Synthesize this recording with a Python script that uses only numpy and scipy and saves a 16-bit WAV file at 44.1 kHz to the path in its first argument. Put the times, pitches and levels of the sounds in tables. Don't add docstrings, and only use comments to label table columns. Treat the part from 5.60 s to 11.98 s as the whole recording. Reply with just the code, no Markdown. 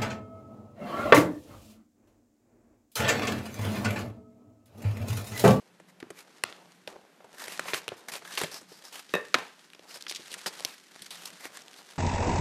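import sys
import numpy as np
from scipy import signal
from scipy.fft import rfft, irfft, next_fast_len
from scipy.io import wavfile
from scipy.ndimage import uniform_filter1d, map_coordinates

SR = 44100
rng = np.random.default_rng(int(sys.argv[2]) if len(sys.argv) > 2 else 0)


def dump(signal):
    limited = np.clip(np.atleast_2d(signal).T, -1, 1)
    pcm = np.round(limited * 32767).astype(np.int16)
    wavfile.write(sys.argv[1], SR, pcm)


N = 281358


def amp(db):
    return 10 ** (np.asarray(db) / 20)


def unit(x):
    return x / np.sqrt(np.mean(x ** 2) + 1e-20)


def along(points, hz):
    f, v = np.transpose(points)
    return np.interp(np.log(hz + 1), np.log(f + 1), v)


def curves(rows):
    s, *cols = np.transpose(rows)
    return [np.interp(np.arange(N) / SR, s, c) for c in cols]


def wobble(rate):
    knots = rng.standard_normal(int(N * rate / SR) + 4)
    return map_coordinates(knots, [np.arange(N) * rate / SR])


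def filtered(x, response):
    n = x.shape[-1]
    m = next_fast_len(2 * n)
    return irfft(rfft(x, m) * response(np.fft.rfftfreq(m, 1 / SR)), m)[..., :n]


def mode(hz, width_hz):
    return lambda f: 1j * f * width_hz / (hz * hz - f * f + 1j * f * width_hz + 1e-9)


# (frequency [Hz], relative density [dB per Hz])
HISS_COLOUR = [(41, -49), (70, -35), (169, 13), (373, 9.5), (717, -2), (860, 0), (1550, 4), (13500, -14),
               (15500, -29)]
HISS_DB = -64
# (start [s], length [s], level [dB])
HUM_SPELLS = [(0.063, 0.53, -68), (0.838, .6, -69), (1.89, 0.34, -62.5), (2.61, 0.61, -68.5),
              (3.497, .35, -66), (4.617, 0.49, -74.5), (5.376, 0.41, -67)]
HUM_HZ, HUM_WIDTH_HZ = 179.8, 17
HUM_BETWEEN_DB, HUM_FADE_S = -77, 0.065


def background():
    hiss = unit(filtered(rng.standard_normal(N), lambda f: amp(along(HISS_COLOUR, f))))
    hum = unit(filtered(rng.standard_normal(N), mode(HUM_HZ, HUM_WIDTH_HZ)))
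    t = np.arange(N) / SR
    hum_gain = amp(HUM_BETWEEN_DB)
    for start, length, db in HUM_SPELLS:
        nearest_edge = np.minimum(t - start, start + length - t)
        hum_gain = hum_gain + amp(db) * np.clip(nearest_edge / HUM_FADE_S + .5, 0, 1)
    return amp(HISS_DB + wobble(4.72)) * hiss + hum_gain * hum


# (frequency [Hz], t60 [s])
WALL_DECAY = [(150, 0.35), (600, 0.36), (2500, 0.41), (8000, 0.54), (14000, 1)]


def room(x):
    hz, t, z = signal.stft(rng.standard_normal(SR // 2), SR, nperseg=256)
    fading = z * amp(-60 * t / along(WALL_DECAY, hz)[:, None])
    tail = signal.istft(fading, SR, nperseg=256)[1]
    tail = tail * np.clip(np.arange(len(tail)) / SR / 0.0017, 0, 1)
    tail = filtered(tail, lambda f: 1 / (1 + 1j * f / 3300) ** 2)
    gap = np.zeros(round(.01 * SR))
    return signal.fftconvolve(x, np.r_[gap, tail / np.linalg.norm(tail)])[:N]


# (time [s], level before the attack and decay [dB])
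TABLE_THUDS = [(2.527, -52), (2.836, -29), (3.54, -27), (4.721, -65), (4.864, -40), (5.415, -50)]
THUD_HZ, THUD_T60_S, THUD_ATTACK_S = 179, 0.082, 0.00081


def thuds():
    out, t = np.zeros(N + SR), np.arange(SR // 4) / SR
    for s, db in TABLE_THUDS:
        hz = THUD_HZ * np.exp(0.067 * rng.standard_normal())
        envelope = amp(db - 60 * t / THUD_T60_S) * (1 - np.exp(-t / THUD_ATTACK_S))
        out[round(s * SR):][:len(t)] += envelope * np.sin(2 * np.pi * hz * t)
    return out[:N]


def fibres(n, crackle):
    sizes = amp(np.minimum(4 * rng.exponential(size=n), 11)) * rng.standard_normal(n)
    cracks = unit((rng.random(n) < .012) * sizes)
    return unit(crackle * cracks + rng.standard_normal(n))


def crinkles(depth):
    pops = (rng.random(N) < 45 / SR) * rng.exponential(size=N)
    decay = np.exp(-1 / (.004 * SR))
    return 1 + depth * signal.lfilter([1], [1, -decay], np.minimum(pops, 2.5))


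# (frequency [Hz], relative density [dB per Hz])
SHEET_COLOUR = [(59, -38), (110, -10), (274, 1), (452, 3.5), (885, 6.5), (1730, 4), (2420, -1), (4260, 0),
                (13000, -8), (15000, -12.5)]
# (time [s], level [dB], body [dB re level])
RUSTLE_LEVELS = [(0.0, -58.5, -8.5), (0.32, -99, 29), (0.65, -65, 0), (0.95, -62, 4), (1.265, -73, 2),
                 (1.285, -51, 7), (1.43, -75.5, 11.5), (1.6, -84, 16.5), (1.8, -56.5, 0.5),
                 (2.04, -46.5, -12.5), (2.26, -58.5, -1.5), (2.57, -63, 3.5), (2.75, -43.5, -10),
                 (3.05, -60.5, -6), (3.3, -56.5, -10), (3.72, -57.5, -20), (3.78, -46.5, 1),
                 (3.92, -62.5, -6.5), (4.15, -65, -8), (4.3, -60.5, -5), (4.6, -54, -12), (4.98, -48, -5),
                 (5.18, -61, -13), (5.32, -59.5, -9), (5.45, -51.5, -16.5), (5.7, -55, -7), (6.38, -56, -7)]
RUSTLE_SIZZLE_DB, SIZZLE_GROWS = -11.5, 0.8


def rustle():
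    level_db, body_db = curves(RUSTLE_LEVELS)
    sizzle_db = RUSTLE_SIZZLE_DB + SIZZLE_GROWS * (level_db + 37)
    grain = fibres(N, crackle=0.69)
    shared = crinkles(depth=0.75)

    def band(low_hz, high_hz):
        edges = lambda f: np.sqrt((1 + (low_hz / (f + 1)) ** 6) * (1 + (f / high_hz) ** 6))
        clumps = amp(2.2 * wobble(25)) * shared * crinkles(depth=.9)
        return unit(clumps * filtered(grain, lambda f: amp(along(SHEET_COLOUR, f)) / edges(f)))

    middle = band(1610, 9450)
    body = band(170, 780)
    sizzle = band(13500, 30000)
    return amp(level_db) * (middle + amp(body_db) * body + amp(sizzle_db) * sizzle)


# (time [s], rise [s], hold [s], level before swell and crinkles [dB], ring [Hz])
SHEET_STROKES = [(0.269, .018, 0.016, -60.5, 2000), (0.527, 0.048, 0.041, -54, 2320),
                 (1.731, 0.089, 0.036, -46, 1780), (1.863, 0.034, 0.053, -45.5, 2550),
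                 (2.036, 0.042, 0.047, -42.5, 2120), (2.135, 0.0047, 0.0041, -29.5, 2220),
                 (2.147, 0.0031, 0.032, -37, 2360), (2.363, 0.0046, 0.031, -57, 940),
                 (2.483, 0.0012, 0.015, -42, 1950), (2.515, 0.0046, 0.052, -42, 2400),
                 (2.643, 0.0061, 0.22, -51.5, 1650), (2.774, 0.0014, 0.016, -34.5, 2200),
                 (2.79, 0.025, 0.03, -39, 3530), (2.912, 0.0035, 0.068, -45.5, 5270),
                 (3.075, .016, 0.1, -57.5, 4970), (3.237, .003, 0.046, -51, 5170),
                 (3.322, 0.0049, 0.074, -47.5, 2900), (4.268, 0.026, 0.081, -51.5, 5070),
                 (4.862, .0044, 0.016, -35, 4900), (4.901, 0.028, 0.14, -65, 1030),
                 (5.056, 0.0039, 0.081, -52.5, 2540), (5.506, 0.0035, 0.048, -48.5, 3780),
                 (5.57, 0.0038, 0.13, -53.5, 2800), (5.652, 0.0017, 0.021, -47.5, 6030),
                 (5.782, 0.063, 0.027, -46, 2070), (5.919, 0.027, 0.02, -51.5, 1690),
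                 (6.168, 0.0052, 0.031, -54, 4370)]
FALL_S, FALL_PER_HOLD = 0.031, 0.67
STROKE_TILT_DB = 1.5


def strokes():
    out, t = np.zeros(N + SR), np.arange(SR // 4) / SR
    tilt = lambda f: amp(STROKE_TILT_DB * np.clip(np.log2((f + 1) / 3000), -1.5, 1.5))
    for s, rise, hold, db, hz in SHEET_STROKES:
        fall = FALL_S + FALL_PER_HOLD * hold
        corners_s = np.cumsum(np.abs([0, rise, hold, fall, .01]))
        effort_db = np.interp(t, corners_s, [-20, 1, -1, -48, -90])
        ring = lambda f: 1 + amp(5) * np.abs(mode(hz, .2 * hz)(f)) ** 2
        colour = lambda f: amp(along(SHEET_COLOUR, f)) * tilt(f) * ring(f)
        rip = unit(filtered(fibres(len(t), crackle=0.11), colour))
        out[round(s * SR):][:len(t)] += amp(db + effort_db) * rip
    return out[:N] * crinkles(depth=1.0)


# (time [s], knock peak [dB])
SCISSOR_TOUCHES = [(3.538, -9.5), (3.5519, -17.5)]
# (frequency [Hz], level [dB], rattle t60 [s])
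SCISSOR_MODES = [(213, -10, .1), (496, 0, 0.18), (845, -19, 0.19), (1110, -5, 0.18), (1790, -0.5, 0.26),
                 (2615, -2.5, 0.1), (3780, -10.5, 0.12)]
CRACK_DB = -25
CONTACT_S = 0.00253
RATTLE_DB, RATTLE_WIDTH_HZ = -20.5, 74
SCISSORS_ECHO_DB = -18


def scissors():
    out, t = np.zeros(N + SR), np.arange(SR // 2) / SR

    def body(f):
        modes = sum((-1) ** k * amp(level) * mode(hz, 300)(f) ** 2
                    for k, (hz, level, _) in enumerate(SCISSOR_MODES))
        return modes + amp(CRACK_DB) * mode(4000, 7000)(f)

    for s, db in SCISSOR_TOUCHES:
        push = rng.standard_normal(len(t)) * t * np.exp(-t / (CONTACT_S / 4))
        knock = filtered(push, body)
        knock = knock / np.abs(knock).max()
        rattle = np.zeros(len(t))
        for hz, level, t60 in SCISSOR_MODES:
            ringing = unit(filtered(rng.standard_normal(len(t)), mode(hz, RATTLE_WIDTH_HZ)))
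            rattle += amp(level - 60 * t / t60) * ringing
        rattle *= 1 - np.exp(-t / 0.001)
        out[round(s * SR):][:len(t)] += amp(db) * (knock + amp(RATTLE_DB) * rattle)
    return out[:N]


# (time [s], ring energy [dB re 1 ms at full scale], ring [Hz],
# thump [dB re ring], sizzle [dB re ring], nominal length [ms])
CREASE_SNAPS = [(0.1993, -44.5, 1170, 3, -10.5, 5.6), (0.4018, -39.5, 2250, -10, -7.5, 4.6),
                (0.4268, -35, 690, 6.5, -25, 2), (0.5041, -37, 1110, 5.5, -3, 3.4),
                (0.8373, -16, 3020, -19, -5, 0.97), (0.8387, -23, 1110, -7, -23, 0.87),
                (0.9258, -37, 1970, -7.5, -27, 0.51), (1.2753, -30, 2450, -1, -12.5, 2.3),
                (1.604, -48.5, 890, 5.5, -24, 6.4), (1.6434, -46, 900, 7, -9, 6),
                (1.871, -37, 2150, -5, -5, 4.6), (1.881, -30, 1790, -5, -4.5, 3.2),
                (1.9941, -19.5, 1450, -7.5, -10, 2.2), (2.055, -36, 1000, 2.5, -16, 7.9),
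                (2.082, -24, 1480, -12, -16, 17), (2.1341, -18.5, 1890, -3.5, -27, 3.7),
                (2.145, -21, 2200, -25, -22, 1.2), (2.2801, -24.5, 1770, -5, -9, 1.4),
                (2.2889, -27.5, 2500, -8, -11, 0.76), (2.3184, -35.5, 870, 9, -30, 6.7),
                (2.5538, -30, 3080, -5, -24, 2.1), (2.562, -40, 2250, 2, 3, 2.1),
                (2.6213, -41, 1180, -1.5, -19, 2.9), (2.651, -36, 1530, -14, -24, 4.8),
                (2.7748, -20, 2270, -17, -23, 7.9), (2.8142, -22.5, 1150, 1, -7.5, 3.4),
                (2.8349, -24.5, 2090, -1.5, -3.5, 3.2), (2.8425, -27, 2750, 1.5, -16, 4.5),
                (3.013, -46.5, 800, 2, 0, 12), (3.117, -50, 1220, 11, -8, 4.8),
                (3.492, -41.5, 3040, -9, -18, 4.5), (3.743, -7.5, 950, -19.5, -22, 1.1),
                (3.747, -13, 2260, -16, -37, 1.3), (3.7507, -17.5, 1780, -7, -18, 1.9),
                (4.101, -47, 2590, -21, -11, 1.5), (4.1333, -41, 2350, -30, -10, 2.4),
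                (4.1481, -43.5, 2880, -5, -26, 1.9), (4.1934, -45, 2880, 4, -27, 1.3),
                (4.3056, -39, 2400, -16, -18, 8.7), (4.357, -38, 2240, -1.5, -2, 8.5),
                (4.408, -37.5, 4350, -29, -24, 4.7), (4.424, -33, 4500, -28, -12, 0.39),
                (4.466, -29, 1950, -17, -29, 2.7), (4.482, -28.5, 5230, -35, -24, 28),
                (4.4961, -23.5, 4470, -42, -20, 5.1), (4.5114, -29, 3200, -6.5, -3.5, 2.4),
                (4.5236, -30, 3780, -33, -17, 0.62), (4.548, -28, 4400, -37, -24, 6.4),
                (4.5597, -26.5, 4400, -29, -23, 6.2), (4.595, -43, 3290, 4, -10, 7.6),
                (4.62, -42, 3170, -12, -20, 3.8), (4.7067, -35, 4010, -13, -17, 10),
                (4.7162, -32.5, 3570, -9.5, -4, 6.6), (4.7268, -33, 2930, -19, -2, 7.9),
                (4.7403, -28.5, 1900, -22, -2, 3.6), (4.778, -39.5, 2720, -24, 1, 12),
                (4.8608, -24, 2300, -6, -8.5, 1.3), (4.8736, -34.5, 3520, 3, -16, 5.8),
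                (4.9913, -40, 2880, -13, -13, 0.9), (5.0053, -36, 3400, 0.5, -2, 1.1),
                (5.049, -17, 5640, -19.5, -15, 1.2), (5.052, -27, 4120, -7, -34, 1.6),
                (5.4198, -33, 4440, -15.5, -1.5, 6.2), (5.506, -29.5, 3970, -23, -4, 15),
                (5.656, -28, 5230, -33, -5, 2), (5.703, -43, 2280, -10, -2.5, 1.4),
                (5.8539, -31, 1690, -2, -6, 2.7), (5.971, -36, 1670, -17, -1, 2.7),
                (6.02, -43, 5760, -15, -27, 1.1), (6.082, -40.5, 3970, -13, -22, 0.26),
                (6.14, -42, 3140, -8, -10, 3.7), (6.2907, -57, 3280, -11, -14, .9)]
SPREAD_OCT, SPREAD_FALLS = 0.87, 0.088
THUMP_HZ, THUMP_SCATTER, THUMP_WIDTH = 454, 0.19, 1
THUMP_ECHO_DB = -6.5
ECHO_DB, ECHO_SHRINKS = -16.5, 0.098


def snaps():
    s, db, hz, thump_db, sizzle_db, lasts_ms = np.transpose(CREASE_SNAPS)[:, :, None]
    t = np.arange(2048) / SR
    chance = rng.standard_normal((len(CREASE_SNAPS), 3, len(t)))
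    thump_hz = THUMP_HZ * np.exp(THUMP_SCATTER * chance[:, 1, -1:])

    spikes = amp(9.9 * uniform_filter1d(chance[:, 2], size=9, axis=1))
    decay_s = np.clip(0.0011 * lasts_ms, .0003, .03)
    envelope = (1 - np.exp(-t / 0.00005)) * np.exp(-t / decay_s)
    burst = chance[:, 0] * spikes * envelope

    def sized(x):
        return x / np.linalg.norm(x, axis=1, keepdims=True) * np.sqrt(SR / 1000)

    spread = np.clip(SPREAD_OCT - SPREAD_FALLS * np.log2(hz / 2000), .2, 2)
    broad = lambda f: mode(hz, 1.8 * spread ** 2 * hz)(f) ** 2
    narrow = lambda f: amp(-20) * mode(hz, .13 * hz)(f) ** 2
    panel = sized(filtered(burst, lambda f: (broad(f) + narrow(f)) * mode(2300, 6500)(f)))

    table = lambda f: amp(-9.5) * mode(150, 120)(f) ** 2 + amp(-29)
    parcel_mode = lambda f: mode(thump_hz, THUMP_WIDTH * thump_hz)(f) ** 2
    parcel = lambda f: (parcel_mode(f) + table(f)) / (1 + 1j * f / 1100)
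    thump = sized(filtered(chance[:, 1] * envelope, parcel))
    sizzle = sized(filtered(burst, lambda f: mode(7800, 5500)(f) ** 3))
    direct = amp(db) * (panel + amp(thump_db) * thump + amp(sizzle_db) * sizzle)

    click = np.broadcast_to(t == 0, burst.shape) * 1.
    ring_around = sized(filtered(click, lambda f: mode(hz, 1.5 * hz)(f)))
    thump_around = amp(thump_db + THUMP_ECHO_DB) * sized(filtered(click, parcel))
    echo_db = ECHO_DB - ECHO_SHRINKS * (db + 16)
    to_room = amp(db + echo_db) * (ring_around + thump_around)

    where = (np.round(s * SR).astype(int) + np.arange(len(t))).ravel()
    return [np.bincount(where, x.ravel(), N + SR)[:N] for x in (direct, to_room)]


def scene():
    creases, creases_to_room = snaps()
    rubbing = strokes() + rustle()
    metal = scissors()
    echo = room(creases_to_room + amp(-33) * rubbing + amp(SCISSORS_ECHO_DB) * metal)
    return (background() + echo + thuds() + rubbing + metal + creases)[None]


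TOP_HZ = 15300


def record(dry):
    bass = lambda hz: (amp(-4.5) + 1j * hz / 150) / (1 + 1j * hz / 150)
    treble = lambda hz: (hz < TOP_HZ) / np.sqrt(1 + (hz / 14200) ** 24)
    return filtered(dry, lambda hz: treble(hz) * bass(hz))


dry = scene()
out = record(dry)
dump(out)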